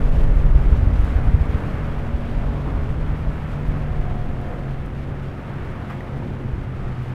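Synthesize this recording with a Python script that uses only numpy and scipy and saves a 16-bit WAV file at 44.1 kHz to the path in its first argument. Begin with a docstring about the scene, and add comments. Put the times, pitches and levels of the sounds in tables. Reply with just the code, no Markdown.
"""On choppy open water, a small outboard boat runs away from us, its motor firing three times a turn
and sagging and recovering over the waves. Its wake churns, bubbles and fizzes, and brief whooshes
come and go. Close by, wavelets spit and water slaps once; farther off, a second boat drones.
Wind eddies thump the microphone, hardest in the first second and a half."""
import sys
import numpy as np
from scipy import signal
from scipy.fft import rfft, irfft
from scipy.io import wavfile
from scipy.ndimage import uniform_filter1d

SR = 44100
rng = np.random.default_rng(int(sys.argv[2]) if len(sys.argv) > 2 else 0)


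def file_out(sig):
    """Save sig as 16-bit WAV at sys.argv[1]."""
    # one column per channel
    cols = np.atleast_2d(sig).T
    # limit, then scale
    lim = np.clip(cols, -1, 1)
    pcm = np.round(lim * 32767).astype(np.int16)
    wavfile.write(sys.argv[1], SR, pcm)


N = 314874

# crankshaft speed, sagging as the hull climbs a wave: (time [s], speed [turns/s])
SHAFT_SPEED = [(0.0, 47.8), (0.3, 46.8), (0.89, 46.7), (1.19, 48.0), (1.5, 48.1), (1.78, 47.6),
               (2.08, 46.9), (2.38, 47.2), (2.68, 46.7), (2.97, 46.8), (3.27, 47.5), (3.57, 47.1),
               (3.87, 45.7), (4.17, 45.0), (4.46, 44.7), (4.76, 45.3), (5.35, 45.7), (5.65, 45.0),
               (5.95, 44.0), (6.25, 44.4), (6.54, 44.9), (6.84, 45.0), (7.14, 44.7)]
# the exhaust note swells each time the outlet clears the water: (time [s], level [dB])
EXHAUST_LEVEL = [(0, -26), (.4, -31), (.88, -31.5), (1.05, -42), (1.35, -30), (1.75, -41.5), (2.0, -34),
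                 (2.25, -43), (2.55, -30), (2.8, -38), (3.1, -40), (3.55, -37), (3.95, -42), (4.22, -31),
                 (4.47, -34.5), (4.65, -29), (4.86, -36), (5.2, -34), (5.75, -36.5), (6.3, -38),
                 (7.1, -35.5)]
# engine tone balance: shaft harmonic -> (side-on [dB], stern-on [dB], boost at full stern lift [dB])
HARMONICS = {5: (-37.5, -44.5, 1.5), 6: (-41.5, -45, 4), 7: (-58, -57, 0), 8: (-56, -48, 4),
             9: (-44.5, -54, 1), 10: (-50, -53.5, 3), 11: (-54, -53, 5), 12: (-48.5, -50, 5),
             13: (-53.5, -58, 4), 14: (-53.5, -57, 2), 15: (-59, -62, 1), 16: (-58, -60, 2),
             17: (-61, -59, 8), 18: (-59.5, -62.5, 4), 20: (-58, -64, 0), 21: (-68, -68, 9),
             24: (-61, -69, 0), 28: (-63, -60, 0)}
# waves lift the stern and motor clear of the water: (time [s], height [0-1], width [s])
STERN_LIFTS = [(.05, 0.95, 0.3), (.75, 0.55, 0.21), (1.55, 0.2, 0.33), (2.55, 0.5, 0.22),
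               (4.25, 0.55, 0.54), (5.0, 0.22, 0.46), (6.2, 0.9, 0.098)]
# reflections off the water cancel or reinforce a tone: shaft harmonic -> (time [s], gain [dB], width [s])
REFLECTIONS = {5: [(.48, -11, 0.067), (1.72, -5.5, 0.15), (2.3, 2.5, 0.17), (3.38, -7, 0.13),
               (4.2, 6, .22)], 6: [(.52, -16, 0.051), (2.07, -20, 0.12), (2.65, 1.5, 0.18),
               (3.45, -8, 0.065), (3.94, -8, 0.076), (5.55, 0, 0.23)], 8: [(.48, 11, 0.19),
               (6.45, 4.5, 0.85)], 10: [(.03, 7.5, 0.13), (.55, -5, 0.17), (1.55, 5, 0.14),
               (2.1, -14, 0.12)], 12: [(.25, 3.5, 0.15), (1.0, -6, 0.24), (1.6, 0, .12), (2.15, 4.5, 0.18),
               (4.1, -1.5, .35)]}
# crests screen the harmonics and wake as the boat sinks into a trough: (time [s], cut [dB], width [s])
TROUGHS = [(1.75, -1.5, 0.22), (3.46, 3.5, 0.049), (4.85, 1, 0.3), (7.1, 2, 0.11)]
# the swinging stern beams the cowling's whine at us: (time [s], level [dB], width [s])
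COWLING_BEAMS = [(1.2, -48, 0.12), (2.15, -52.5, 0.26), (4.12, -47, 0.28), (4.68, -53.5, 0.12),
                 (5.88, -51.5, 0.19)]

# water layers: name -> (starting level [dB], loss per distance doubling [dB], boost at full plunge [dB])
WATER_MIX = {"wake": (-30, 3.26, 0.59), "wash": (-41.5, 4.34, 4.1), "spray": (-54, 4, 1.6),
             "mist": (-66, 10, 1.9)}
# the bow plunges and throws water aside: (time [s], depth [0-1], width [s])
PLUNGES = [(.68, 0.7, 0.11), (1.17, 0.97, 0.15), (1.58, 1, 0.14), (1.94, 0.7, 0.18), (2.38, 0.16, 0.083),
           (2.74, 0.35, 0.071), (3.27, 0.64, 0.14), (3.85, 0.6, 0.21), (4.45, 0.14, 0.14),
           (5.5, 0.55, 0.11), (5.75, 0.5, 0.17), (6.92, 0.58, 0.18)]
# EQ of the water layers, dark to bright: (frequency [Hz], gain [dB])
WAKE_EQ = [(35, -25), (65, 9), (100, 11), (140, 5.5), (190, 6), (250, 0), (320, -2), (420, -5.5),
           (600, -10.5), (850, -13.5), (1400, -29.5)]
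WASH_EQ = [(450, -3), (800, -3), (1250, 0), (1700, -3), (2200, -7), (3000, -18), (4500, -32)]
SPRAY_EQ = [(1700, -7), (2600, -1.5), (3200, -3.5), (4000, -10.5), (5200, -15.5), (7000, -23.5),
            (10000, -27.5)]
MIST_EQ = [(4000, -7.5), (6500, -0.5), (8500, -1.5), (12500, -4), (15500, -12)]
# brief swells of band noise: (time [s], level [dB], width [s], band centre [Hz])
WHOOSHES = [(0.2, -42.5, 0.15, 570), (1.346, -32.5, 0.12, 163), (2.66, -33.5, .09, 226),
            (2.6, -41.5, 0.25, 770), (4.49, -39, 0.098, 473), (6.153, -35, 0.017, 380),
            (6.334, -45, 0.092, 286), (6.797, -42, 0.42, 184), (1.156, -47, 0.053, 1630),
            (1.88, -50, 0.13, 1600), (5.02, -39, 0.091, 208), (6.303, -38, .14, 180)]

# a close slap and its small after-splash: (time [s], level [dB], decay [s])
SLAPS = [(5.899, -36, 0.033), (6.04, -44, .015)]
# nearby crests spit spray: (start [s], level [dB], hold [s])
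SPITS = [(.03, -57, .08), (.12, -56, 0.044), (.18, -53, 0.064), (.38, -53.5, 0.027), (.58, -62, .02),
         (.697, -56, 0.027), (.745, -53, 0.031), (.929, -51, .006), (.953, -55, .07), (1.03, -54, 0.079),
         (1.405, -54, .01), (2.25, -65, 0.17), (2.83, -60, .035), (3.49, -57, 0.054), (5.22, -60, 0.05),
         (5.893, -60, .035), (6.75, -61, 0.42)]
# thrown spray patters back down: (time [s], level [dB], width [s])
SHOWERS = [(1.54, -50, 0.019), (2.28, -62, 0.027), (2.38, -54.5, 0.29), (3.82, -56, .03)]
# EQ of those three splashes: (frequency [Hz], gain [dB])
SLAP_EQ = [(450, 3), (850, 5), (1250, 12), (2200, 4), (3500, -10), (7000, -23), (14000, -27)]
SPIT_EQ = [(2500, 8.5), (4000, -1.5), (7000, -9), (12000, -17.5), (15500, -24)]
SHOWER_EQ = [(2400, 9), (3600, 1), (4600, -6), (6500, -16)]
# single drops, and the ringing hits and low body of the close slap near 5.9 s: (time [s], level [dB], pitch
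# [Hz], time to fall 60 dB [s])
DROPS = [(1.048, -36, 10000, .0007), (3.682, -39, 12300, 0.001), (4.414, -43, 10500, .0007),
         (4.534, -46, 12500, .0008), (4.862, -40, 10400, .0008), (5.911, -27, 1250, 0.01),
         (5.918, -26, 583, 0.011), (5.931, -34, 1960, 0.0083), (6.007, -28, 1940, 0.021),
         (6.008, -48, 12000, .0007), (6.224, -34, 895, 0.04), (7.031, -43, 11000, .0008)]

# the far boat's note: (time [s], firing rate [Hz])
FAR_BOAT_PITCH = [(3.15, 149.5), (3.93, 146.1), (4.38, 130.3), (5.67, 142.9), (5.74, 136.1), (6.25, 137.6),
                  (6.49, 126.2), (7.0, 124.3)]
# crests lift it into the clear: (time [s], level [dB], width [s])
FAR_BOAT_RISES = [(1.3, -34.5, 0.1), (1.9, -35.5, 0.13), (3.25, -33.5, 0.24), (3.93, -32, 0.26),
                  (6.38, -31.5, .19), (6.98, -32.5, 0.18)]

# gusts on top of the breeze: (time [s], level [dB], width [s])
GUSTS = [(.62, -24, 0.42), (1.18, -27, 0.11), (2.42, -28, 0.068), (2.9, -29, 0.14), (4.05, -32.5, 0.2),
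         (4.72, -38, 0.12), (5.65, -40, 0.042), (6.2, -45, .05), (6.55, -39, 0.12), (6.85, -27.5, 0.043)]
# the breeze drops briefly: (time [s], cut [dB], width [s])
CALMS = [(1.52, 7, 0.11), (5.42, 4, 0.064), (5.92, 6, 0.094)]
# strong gusts heave the air slowly: (time [s], level [dB], width [s])
HEAVES = [(.15, -18, 0.18), (.6, -17.5, 0.06), (4.05, -28, 0.31)]
# the strongest eddies hit the microphone: (time [s], level [dB], pitch [Hz])
EDDIES = [(0.056, -8.5, 39.9), (.108, -11.5, 27), (0.182, -5.5, 49.4), (0.22, -7.5, 27),
          (0.313, -8.5, 38.4), (0.364, -5.5, 37.7), (0.404, -10, 52), (0.457, -5, 33), (.52, -6.5, 34),
          (0.56, -2.5, 49.6), (0.672, -4.5, 37.5), (0.728, -2, 51), (0.79, -9, 68), (0.831, -7.5, 59),
          (0.875, -4.5, 62.5), (.933, -8.5, 66.7), (0.999, -5.5, 42), (1.037, -7.5, 51.6),
          (1.105, -13.5, 46), (1.163, -6.5, 53), (1.282, -5.5, 44.3), (1.346, -3.5, 64), (1.416, -6.5, 58),
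          (1.498, -10.5, 65), (1.552, -9, 62.4), (1.985, -14.5, 50), (2.15, -11.5, 58.4), (2.37, -12, 34),
          (2.499, -12.5, 54), (2.751, -13, 44), (2.828, -14.5, 48.4), (3.098, -12.5, 46), (3.281, -11, 47),
          (3.69, -10, 35.7), (3.915, -15.5, 57), (3.998, -11.5, 38), (6.538, -15, 56)]
# EQ of the wind's rumble, its heave and the turbulence inside an eddy: (frequency [Hz], gain [dB])
RUMBLE_EQ = [(14, 9.5), (20, -1.5), (45, -1.5), (70, -2.5), (100, -7), (150, -13.5), (250, -38), (500, -30)]
HEAVE_EQ = [(14, 6), (24, 5), (40, -17), (60, -28)]
EDDY_EQ = [(70, 4), (130, 0.5), (250, -14.5), (500, -22.5)]

START_M, AWAY_M_PER_S = 27.2, 2.42
TURN_S, TURN_EASE_S = 3.83, 0.32  # the swing from side-on to stern-on: midpoint, time constant
HARMONICS_DB, LOSS_DB_PER_DOUBLING = -1.5, 1.9
COWLING_HZ, COWLING_WIDTH_HZ, COWLING_FLOOR_DB = 718, 44, -68
SLAP_ATTACK_S, SPIT_ATTACK_S, SPIT_RELEASE_S = 0.0058, .004, 0.017
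FAR_BOAT_FLOOR_DB = -42.5  # screened by the waves
BREEZE_DB, BREEZE_FADE_DB_PER_S = -20.5, 2
EDDY_CYCLES, LULL_CYCLES = 0.39, 0.44  # widths of an eddy and of the lull around it
MIC_BEND, CUTOFF_HZ = .14, 15600


def outboard(crank):
    """Three firings a turn make the exhaust note; shaft harmonics shift as the boat lifts and turns."""
    exhaust_db, = in_time(EXHAUST_LEVEL)
    motor = from_db(exhaust_db) * tone(3 * crank, waver_db=.7, rough=0.12)
    astern = .5 + .5 * np.tanh((np.arange(N) / SR - TURN_S) / TURN_EASE_S)
    lift = bumps(STERN_LIFTS)
    fader_db = HARMONICS_DB - LOSS_DB_PER_DOUBLING * doublings() - bumps(TROUGHS)
    for order, (side_db, stern_db, lift_db) in HARMONICS.items():
        facing_db = side_db + astern * (stern_db - side_db)
        level_db = fader_db + facing_db + lift_db * lift + bumps(REFLECTIONS.get(order, []))
        rough = min(.019 * order, .35)  # uneven combustion blurs the high tones most
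        motor += from_db(level_db) * tone(order * crank, waver_db=1.2, rough=rough)
    return motor + cowling(crank)


def cowling(crank):
    """Whichever shaft harmonic lies on the cowling's resonance sings out, over a band of intake roar."""
    turns_per_s, = in_time(SHAFT_SPEED)
    whine = 0
    for order in range(14, 18):
        detune = 2 * (order * turns_per_s - COWLING_HZ) / COWLING_WIDTH_HZ
        whine += tone(order * crank, waver_db=1.0, rough=.25) / np.sqrt(1 + detune ** 2)
    roar = rms_one(ring(rng.standard_normal(N), COWLING_HZ, t60=0.0099))
    return (from_db(COWLING_FLOOR_DB) + swells(COWLING_BEAMS)) * (whine + .6 * roar)


def wake_and_spray(crank):
    """Churning wake, bubbling wash and fizzing spray swell with each plunge and fade with distance."""
    plunge = bumps(PLUNGES)
    chop_db = 0.5 * drift(2.3)  # small waves make the layers waver together
    gain = {name: from_db(db - loss_db * doublings() + plunge_db * plunge + chop_db)
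            for name, (db, loss_db, plunge_db) in WATER_MIX.items()}
    wake = gain["wake"] * from_db(-bumps(TROUGHS)) * noise(WAKE_EQ)
    froth = rng.standard_normal(N)
    froth += 0.18 * bubbles(per_s=1500, spread_db=4.0, cycles=14.0, low_hz=711, high_hz=3270)
    wash = gain["wash"] * from_db(0.35 * drift(24)) * equalise(froth, WASH_EQ)
    spray = gain["spray"] * equalise(grains(per_s=14000, spread_db=4.0), SPRAY_EQ)
    fizz = rng.standard_normal(N) + 0.29 * grains(per_s=700, spread_db=12.0)
    mist = gain["mist"] * equalise(fizz, MIST_EQ)
    throb = 1 + .04 * np.cos(crank) + .04 * np.cos(2 * crank)  # exhaust churns in time with the shaft
    flicker = from_db(0.92 * drift(26))
    return (wake + wash) * throb + (spray + mist) * flicker


def whooshes():
    """Brief swells of octave-wide noise, from low rumbles to brighter washes."""
    layer, white = np.zeros(N), rng.standard_normal(N)
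    for s, db, width, hz in WHOOSHES:
        octave = signal.butter(2, [hz / np.sqrt(2), hz * np.sqrt(2)], "band", fs=SR, output="sos")
        layer += swells([(s, db, width)]) * rms_one(signal.sosfilt(octave, white))
    return layer


def slap():
    """A wavelet slaps close by: dense clicks with a fast attack and a short tail."""
    t = np.arange(N) / SR
    envelope = np.zeros(N)
    for s, db, decay in SLAPS:
        attack = np.clip(1 + (t - s) / SLAP_ATTACK_S, 0, 1)
        envelope += from_db(db) * attack * np.exp(-np.maximum(t - s, 0) / decay)
    return envelope * equalise(grains(per_s=6000, spread_db=3.0), SLAP_EQ)


def spits():
    """Crests spit bright bursts of spray that snap on, hold and die quickly."""
    t = np.arange(N) / SR
    envelope = np.zeros(N)
    for s, db, hold in SPITS:
        attack = np.clip((t - s) / SPIT_ATTACK_S, 0, 1)
        envelope += from_db(db) * attack * np.exp(-np.maximum(t - s - hold, 0) / SPIT_RELEASE_S)
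    return envelope * equalise(grains(per_s=8000, spread_db=3.2), SPIT_EQ)


def droplets():
    """Thrown spray patters down in showers; single drops tick and plink, and the close slap rings with a few
    short hits."""
    patter = swells(SHOWERS) * equalise(grains(per_s=9000, spread_db=2.5), SHOWER_EQ)
    for s, db, hz, t60 in DROPS:
        patter += from_db(db) * ring(signal.unit_impulse(N, round(s * SR)), hz, t60)
    return patter


def far_boat():
    """A distant drone: only the firing note carries over the water."""
    firing_hz, = in_time(FAR_BOAT_PITCH)
    firing = 2 * np.pi * np.cumsum(firing_hz) / SR
    return (from_db(FAR_BOAT_FLOOR_DB) + swells(FAR_BOAT_RISES)) * tone(firing, waver_db=0, rough=0.12)


def wind():
    """A bed of turbulent rumble; each strong eddy ducks it and thumps with about one pressure swing."""
    t = np.arange(N) / SR
    strength = from_db(BREEZE_DB - BREEZE_FADE_DB_PER_S * t - bumps(CALMS)) + swells(GUSTS)
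    rumble = noise(RUMBLE_EQ)
    rumble /= np.sqrt(uniform_filter1d(rumble ** 2, size=6000))  # levelled, so strength sets the dynamics
    heave = swells(HEAVES) * noise(HEAVE_EQ)
    ragged = 0.15 * noise(EDDY_EQ)
    thumps = np.zeros(N)
    for s, db, hz in EDDIES:
        cycles = (t - s) * hz
        strength *= 1 - bell(cycles, LULL_CYCLES)
        swing = np.cos(2 * np.pi * (cycles + .17 * rng.normal()))  # mostly a push, a bit early or late
        thumps += from_db(db) * bell(cycles, EDDY_CYCLES) * (swing + ragged)
    return strength * rumble + heave + thumps


def tone(phase, waver_db, rough):
    """An engine partial, wavering as waves shift its reflection and roughened by uneven combustion."""
    skirt = rough * (drift(24.0) + 1j * drift(21))
    level = from_db(waver_db * drift(1.46))
    carrier = np.exp(1j * (phase + 2 * np.pi * rng.random()))
    return np.sqrt(2) * level * np.real((1 + skirt) * carrier)


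def bubbles(per_s, spread_db, cycles, low_hz, high_hz, count=20):
    """Each bubble rings for a few cycles at one of many pitches; rms 1."""
    births, pitch_index = grains(per_s, spread_db), rng.integers(0, count, N)
    pitches = np.geomspace(low_hz, high_hz, count)
    return rms_one(sum(ring(births * (pitch_index == k), hz, cycles / hz) for k, hz in enumerate(pitches)))


def grains(per_s, spread_db):
    """Random clicks of uneven size; rms 1."""
    sizes = from_db(spread_db * np.minimum(rng.exponential(1, N), 4))
    return rms_one(sizes * rng.choice([-1, 1], N) * (rng.random(N) < per_s / SR))


def ring(clicks, hz, t60):
    """A resonator: each click sets off a decaying sine."""
    r, w = from_db(-60 / (t60 * SR)), 2 * np.pi * hz / SR
    return signal.lfilter([0, np.sin(w)], [1, -2 * r * np.cos(w), r * r], clicks + 1e-18)


def noise(eq):
    """White noise through an EQ curve; rms 1."""
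    return equalise(rng.standard_normal(N), eq)


def equalise(x, eq):
    """Apply an EQ curve that rolls off steeply beyond its ends; rms 1."""
    hz, gain_db = np.transpose(eq)
    f = np.maximum(np.arange(N // 2 + 1) * SR / N, 1)
    rolloff = np.minimum(f / hz[0], 1) ** 4 * np.minimum(hz[-1] / f, 1) ** 2
    curve = from_db(np.interp(np.log(f), np.log(hz), gain_db))
    return rms_one(irfft(rfft(x) * rolloff * curve, N))


def drift(hz):
    """Smooth random modulation; rms about 1."""
    r = np.exp(-80 * np.pi * hz / SR)  # one control point every 40 samples
    slow = signal.lfilter([1], [1, -2 * r, r * r], rng.standard_normal(N // 40 + 2002))[2000:]
    return np.interp(np.arange(N) / 40, np.arange(len(slow)), rms_one(slow))


def doublings():
    """How many times the boat's distance has doubled, at every sample."""
    return np.log2(1 + AWAY_M_PER_S * np.arange(N) / SR / START_M)


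def swells(rows):
    """A gain envelope of bells, from rows (time [s], level [dB], width [s])."""
    return bumps([(s, from_db(db), width) for s, db, width in rows])


def bumps(rows):
    """A sum of bells, from rows (time [s], height, width [s])."""
    t = np.arange(N) / SR
    return sum(height * bell(t - s, width) for s, height, width in rows)


def bell(x, width):
    """A Gaussian rise and fall of height 1."""
    return np.exp(-.5 * (x / width) ** 2)


def in_time(rows):
    """Each column of an automation curve, at every sample."""
    s, *columns = np.transpose(rows)
    return [np.interp(np.arange(N) / SR, s, c) for c in columns]


def from_db(db):
    """Decibels to gain."""
    return 10 ** (np.asarray(db) / 20)


def rms_one(x):
    """Scale to rms 1."""
    return x / np.sqrt(np.mean(x ** 2) + 1e-20)


def scene():
    """The mono mix: both boats, the water and the wind."""
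    turns_per_s, = in_time(SHAFT_SPEED)
    flutter = 0.035 * drift(3.25)  # the propeller bites unevenly in churned water
    crank = 2 * np.pi * np.cumsum(turns_per_s + flutter) / SR
    boats = outboard(crank) + far_boat()
    surroundings = wake_and_spray(crank) + whooshes() + slap() + spits() + droplets()
    return (boats + surroundings + wind())[None]


def record(dry):
    """The microphone sheds the lowest rumble and soft-clips big swings; the ends fade, the top is cut."""
    # the diaphragm yields less to a push than to a pull, so gusts make the hiss flutter
    bent = dry - MIC_BEND * dry * np.tanh(dry)
    thinned = signal.sosfilt(signal.butter(2, 12, "high", fs=SR, output="sos"), bent)
    clipped = thinned / (1 + thinned ** 10) ** (1 / 10)
    faded = clipped * signal.windows.tukey(N, .001)
    return signal.sosfilt(signal.ellip(10, .1, 80, CUTOFF_HZ, fs=SR, output="sos"), faded)


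dry = scene()
out = record(dry)
file_out(out)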